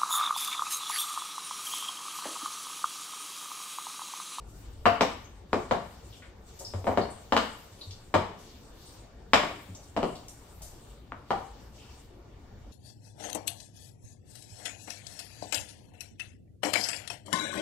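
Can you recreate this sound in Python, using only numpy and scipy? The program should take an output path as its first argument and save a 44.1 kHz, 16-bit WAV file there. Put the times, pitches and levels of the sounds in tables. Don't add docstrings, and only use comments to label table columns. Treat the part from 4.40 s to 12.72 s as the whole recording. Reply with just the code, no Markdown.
import sys
import numpy as np
from scipy import signal
from scipy.fft import rfft, irfft
from scipy.io import wavfile

SR = 44100
rng = np.random.default_rng(int(sys.argv[2]) if len(sys.argv) > 2 else 0)


def field_ratio(decibels):
    return 10 ** (np.asarray(decibels, dtype=float) / 20)


def to_wav(sig):
    pcm = np.clip(np.atleast_2d(sig), -1, 1) * 32767
    pcm = np.round(pcm).astype(np.int16)
    wavfile.write(sys.argv[1], SR, pcm.T)


N = 366912
EDGES = 20 * 2 ** np.arange(0, 9.9, 1 / 3)
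TAIL = 24000
COARSE = np.arange(0, N + 40, 40)


def at_hz(points, hz):
    table_hz, table_db = np.array(points).T
    return np.interp(np.log(hz), np.log(table_hz), table_db)


def rms_one(x):
    return x / np.sqrt(np.mean(x ** 2) + 1e-20)


def add(out, s, sound):
    at = round(s * SR)
    out[:, at:at + sound.shape[1]] += sound[:, :N - at]


def drift(rate_hz):
    pole = np.exp(-80 * np.pi * rate_hz / SR)
    settle = 2000
    noise = rng.standard_normal(len(COARSE) + settle)
    return rms_one(signal.lfilter([1], [1, -2 * pole, pole * pole], noise)[settle:])


def gestures(start_s, end_s, level_db, rest_db, rise_db_s, fall_db_s):
    t = COARSE[:, None] / SR
    rise_db = rise_db_s * np.maximum(start_s - t, 0)
    fall_db = fall_db_s * np.maximum(t - end_s, 0)
    power = field_ratio(2 * rest_db) + np.sum(field_ratio(2 * (level_db - rise_db - fall_db)), axis=1)
    return 10 * np.log10(power)


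def diffuse_bands():
    # (frequency [Hz], left-right likeness [-1 to 1])
    likeness = [(60, 0.98), (130, 0.92), (290, 0.89), (640, 0.4), (1410, 0.32), (3100, 0.14), (6820, -0.13),
                (15000, 0.11)]
    hz = np.maximum(np.arange(N // 2 + 1) * SR / N, 1)
    alike = np.clip(at_hz(likeness, hz), 0, 1)
    mid, side = rfft(rng.standard_normal((2, N)))
    pair = np.sqrt(1 + alike) * mid + np.sqrt(1 - alike) * side * np.array([[1], [-1]])
    place = np.log(hz / EDGES[0]) / np.log(EDGES[1] / EDGES[0])
    bands = []
    for k in range(len(EDGES)):
        window = np.cos(np.pi / 2 * np.clip(place - k, -1, 1))
        bands.append(irfft(pair * window, N))
    return np.array(bands)


def coloured(bands, spectrum, level_db, patchy_db):
    out, plain_power = np.zeros((2, N)), 0
    for hz, band in zip(EDGES, bands):
        if spectrum[0][0] <= hz <= spectrum[-1][0]:
            band_db = at_hz(spectrum, hz)
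            gain_db = level_db + band_db + patchy_db * drift(7.3)
            out += np.interp(np.arange(N), COARSE, field_ratio(gain_db)) * band
            plain_power += field_ratio(2 * band_db) * np.var(band[0, ::7])
    return out / np.sqrt(plain_power)


def ring(modes, gains_db, length):
    t = np.arange(length) / SR
    hz, mode_db, t60_s = np.transpose(modes)[:, :, None]
    signs = (-1.) ** np.arange(len(modes))[:, None]
    envelope = field_ratio(mode_db + gains_db[:, None] - 60 * t / t60_s)
    return np.sum(signs * envelope * np.sin(2 * np.pi * hz * t), axis=0)


def room_decay():
    # (frequency [Hz], T60 [s])
    room_t60 = [(60, 1), (160, 0.55), (420, 0.37), (1100, 0.56), (2900, 0.66), (7700, 0.53), (14000, 0.74)]
    # (frequency [Hz], level [dB])
    room_colour = [(60, 3), (250, 3), (700, 2.5), (1500, -2.5), (3000, -1.5), (6000, 1), (12000, 2)]
    gap_s, early_s = 0.0026, 0.07
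    t = np.arange(TAIL) / SR
    dying = field_ratio(at_hz(room_colour, EDGES)[:, None] - 60 * t / at_hz(room_t60, EDGES)[:, None])
    onset = np.clip(t / gap_s - .3, 0, 1)
    return dying * onset * (1 + 1.1 * np.exp(-t / early_s))


def heard(bands, decay, sound, wet_db):
    # (delay [s], level [dB])
    echoes = [(.0045, -11), (.0085, -12), (.0115, -9), (.017, -13), (.024, -13)]
    start = rng.integers(0, N - TAIL)
    grain = bands[:, :, start:start + TAIL]
    room = field_ratio(wet_db - 41) * np.einsum("bct,bt->ct", grain, decay)
    for (delay_s, echo_db), (shift, side) in zip(echoes, rng.normal(0, 1, (len(echoes), 2))):
        at = round((delay_s + .0008 * shift) * SR)
        room[[0, 1], [at, at + round(9 * side)]] += field_ratio(echo_db + wet_db)
    room[[0, 1], [0, 3]] += 1
    return signal.fftconvolve(room, sound[None], axes=1)


def rumble(bands):
    # (frequency [Hz], density [dB per Hz])
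    rumble_colour = [(12, -40), (20, 6.5), (33, -13), (53, 12.5), (76, 3.5), (129, -11), (145, -56.5),
                     (160, -57), (210, -89), (350, -120)]
    # (start [s], end [s])
    swells = [(0.0, .5), (1.3, 1.42), (2.35, 2.6), (6.3, 7.5), (7.75, 7.85), (8.25, 8.32)]
    swell_db = [-52.5, -57.5, -52.5, -57.5, -64.5, -51]
    level_db = gestures(*np.transpose(swells), np.array(swell_db), rest_db=-57, rise_db_s=40, fall_db_s=30)
    return coloured(bands, rumble_colour, level_db, patchy_db=3.5)


def room_tone(bands):
    # (frequency [Hz], density [dB per Hz])
    air = [(100, -1), (130, -5.5), (400, -7.5), (800, -14), (1800, -24), (4000, -36), (6500, -51),
           (16500, -50)]
    return coloured(bands, air, level_db=-58, patchy_db=2.66)


def sliding(bands):
    # (start [s], end [s])
    strokes = [(0.1, .22), (.25, .85), (1.14, 1.78), (2.09, 2.39), (2.46, 3.46), (3.52, 3.8), (4.0, 4.12),
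               (4.15, 4.4), (4.42, 4.58), (4.95, 5.5), (5.58, 6.2), (6.22, 6.52), (6.9, 7.22), (7.36, 7.6)]
    # (fizz level [dB], scrape level [dB])
    stroke_db = [(-63.5, -71), (-70, -71.5), (-66.5, -65), (-64.5, -63.5), (-64, -66), (-73.5, -75),
                 (-68, -62), (-68.5, -68), (-63, -62.5), (-65, -70), (-64.5, -71), (-68.5, -68),
                 (-69, -67.5), (-68.5, -65)]
    # (frequency [Hz], density [dB per Hz])
    scrape = [(800, -1.5), (1300, -13), (2000, -13), (3000, -1.9), (4500, 0), (6000, -2.5), (8000, -3.5)]
    # (frequency [Hz], density [dB per Hz])
    fizz = [(5000, -36), (6500, -12), (8000, 5), (10000, -5), (12500, -7), (14500, -4), (16500, -9)]
    start_s, end_s = np.transpose(strokes)
    stroke_fizz_db, stroke_scrape_db = np.transpose(stroke_db)
    fizz_db = gestures(start_s, end_s, stroke_fizz_db, rest_db=-81.5, rise_db_s=300, fall_db_s=110)
    scrape_db = gestures(start_s, end_s, stroke_scrape_db, rest_db=-76, rise_db_s=300, fall_db_s=110)
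    return coloured(bands, scrape, scrape_db, patchy_db=2.5) + coloured(bands, fizz, fizz_db, patchy_db=3.9)


def knocks(bands, decay):
    # (time [s], direct body rms [dB]; upper body [dB], crack [dB]
    # relative to body; room share [dB])
    hits = [(0.456, -25, 3.5, -15.5, 5.5), (0.609, -21, -4, -11.5, 1.5), (1.131, -22.5, -4, -18, -1),
            (1.311, -24.5, -6, -19.5, 4), (2.337, -39.5, -10, -23, 4.5), (2.443, -39, -18, -20, 2.5),
            (2.469, -27, -9, -26, 6.5), (2.574, -21, -10, -24, 2.3), (2.923, -22, -4, -16, 2),
            (2.966, -24, 0, -8.5, 2.1), (3.741, -24.5, -3, -16, 6), (4.934, -20, 3.1, -4, 1.5),
            (5.565, -28.5, -10.5, -20.5, 6), (5.63, -26, -10.5, -19.5, 1.6), (6.721, -42, 5, -43, -3),
            (6.906, -28, -3.5, -19.5, 3.5), (2.517, -36, -11, -24, 2.5), (2.655, -40.5, -8, -27, -2),
            (3.895, -44, -19, -23, 2), (5.034, -32, -6.5, -19, 2)]
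    # (frequency [Hz], level [dB], T60 [s])
    blade_modes = [
        [(150.4, 0, 0.012), (214, 3, 0.032), (307, 0.5, 0.026), (414, -10, 0.081)],
        [(508, 4, 0.012), (683, 2, 0.02), (805, 3, 0.0095), (1003, -3, 0.011)],
        [(1080, -2, 0.00678), (1386, -2.5, 0.0065), (1613, -2, 0.0048), (2180, 0, 0.0013)],
        [(2514, -0.5, 0.0026), (2800, 0.5, 0.0028), (3260, -5.5, 0.0027), (4065, -13, 0.0043),
         (4700, -3, 0.00088), (5400, -23.5, 0.0061)],
        [(6600, -3.5, 0.00149), (7800, -4, 0.003), (8180, -3.5, 0.0014), (11400, -12.5, 0.0014),
         (13500, -13, 0.00047)],
    ]
    peak_s = 0.0016
    out, t = np.zeros((2, N)), np.arange(2000) / SR
    for s, body_db, upper_db, crack_db, wet_db in hits:
        low_db = -9.0 - 0.19 * upper_db
        edge_db = 0.86 * crack_db - 11.5
        families_db = [low_db, -1.5, upper_db + 0.5, crack_db + 5.5, edge_db]
        blade = 0
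        for modes, family_db in zip(blade_modes, families_db):
            rise = 1 - np.exp(-t * modes[0][0] / 0.44)
            family = rise * ring(modes, rng.normal(0, 1.2, len(modes)), len(t))
            top = np.abs(family).argmax()
            family *= -np.sign(family[top])
            wait = max(round(peak_s * SR) - top, 0)
            family_rms = np.sqrt(np.sum(family ** 2) / 330)
            blade = blade + field_ratio(body_db + family_db) * np.roll(family, wait) / family_rms
        add(out, s - .0009, heard(bands, decay, blade, wet_db))
    return out


def shaft(bands, decay):
    # (time [s], frequency [Hz], peak level [dB], T60 [s])
    shaft_notes = [(.456, 697, -26, 0.051), (.456, 4700, -41, 0.011), (.609, 458, -35, 0.054),
                   (.609, 5440, -29, 0.0027), (1.131, 400, -30.5, 0.036), (3.743, 630, -31.5, 0.056),
                   (4.934, 630, -27, 0.045), (5.63, 407, -34, 0.038), (6.721, 1070, -65, 0.15),
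                   (6.907, 793, -32, 0.059), (.456, 2700, -24, 0.007), (3.743, 384, -34, 0.037)]
    out = np.zeros((2, N))
    for s, hz, peak_db, t60_s in shaft_notes:
        note = ring([(hz, peak_db, t60_s)], np.zeros(1), 9000)
        add(out, s, heard(bands, decay, note, wet_db=13.5))
    return out


def thumps():
    # (time [s], peak level [dB])
    steps = [(0.468, -30.5), (0.611, -39), (1.125, -42), (1.304, -49), (1.645, -53), (2.348, -25),
             (2.485, -33), (2.577, -37), (2.936, -35), (3.311, -46), (3.475, -43), (3.752, -26.5),
             (4.937, -44), (5.097, -43), (5.299, -35), (5.563, -35), (6.183, -47), (6.904, -44),
             (7.846, -61.5)]
    # (frequency [Hz], level [dB], T60 [s])
    floorboard = [(50, -20, 0.1), (94.1, 1, 0.26), (120, -26, .12)]
    out, length = np.zeros((2, N)), 12000
    rise = 1 - np.exp(-np.arange(length) / SR / 0.014)
    for s, peak_db in steps:
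        boom = ring(floorboard, peak_db + 3.5 + rng.normal(0, 3.0, 3), length)
        add(out, s - .006, boom * rise * field_ratio([[.7], [-.7]]))
    return out


def scuffs(bands, decay):
    # (time [s], peak level [dB], centre [Hz], width [Hz], decay length [s])
    rubs = [(0.842, -58, 6340, 490, 0.022), (1.724, -53, 3140, 940, 0.029), (1.821, -52, 1700, 1640, 0.028),
            (2.19, -42.5, 7000, 5400, 0.017), (2.206, -44, 515, 372, 0.017),
            (2.247, -40.5, 5140, 920, 0.019), (2.613, -39.5, 4330, 940, 0.0083),
            (2.702, -48, 8240, 1500, 0.017), (3.411, -41.5, 4020, 980, 0.011),
            (3.507, -45, 3970, 2640, 0.014), (3.985, -60.5, 8500, 7000, 0.053),
            (4.454, -56.5, 8600, 1240, 0.039), (5.092, -44.5, 310, 256, 0.046),
            (5.277, -48, 209, 153, 0.024), (6.208, -50, 670, 300, 0.016), (5.349, -39, 6130, 2480, 0.004),
            (5.432, -54, 4570, 2500, 0.0067), (5.753, -44.5, 3870, 2980, 0.0083),
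            (5.883, -31, 6060, 7000, 0.0014), (6.218, -45, 6850, 9500, 0.025),
            (6.26, -58, 7800, 1500, 0.029), (7.376, -62, 2700, 1110, 0.21)]
    out, t = np.zeros((2, N)), np.arange(6000) / SR
    for s, peak_db, hz, width_hz, length_s in rubs:
        r = np.exp(-np.pi * width_hz / SR)
        resonance = [1, -2 * r * np.cos(2 * np.pi * hz / SR), r * r]
        rub = rng.standard_normal(len(t))
        for stage in range(2):
            rub = signal.lfilter([1, 0, -1], resonance, rub)
        shape = (1 - np.exp(-t / 0.00097)) * np.exp(-t / length_s)
        add(out, s, heard(bands, decay, field_ratio(peak_db) * rms_one(rub) * shape, wet_db=0.5))
    return out


def scene():
    bands, decay = diffuse_bands(), room_decay()
    noise = rumble(bands) + room_tone(bands) + sliding(bands)
    play = knocks(bands, decay) + shaft(bands, decay) + scuffs(bands, decay)
    return play * field_ratio([[1.5], [-1.5]]) + thumps() + noise * field_ratio([[.9], [-.9]])


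def top_cut(x):
    return signal.sosfilt(signal.butter(12, 16490, fs=SR, output="sos"), x)


def record(dry):
    # (centre [Hz], width [Hz], depth [0-1])
    port_notch = (9900, 1500, .62)
    hz, width_hz, depth = port_notch
    port_band = signal.lfilter(*signal.iirpeak(hz, hz / width_hz, fs=SR), dry)
    rounded = np.tanh((dry - depth * port_band) / 1.05) * 1.05
    low_pass = signal.cheby2(12, 50, 16300, fs=SR, output="sos")
    return top_cut(signal.sosfilt(low_pass, rounded))


dry = scene()
out = record(dry)
to_wav(out)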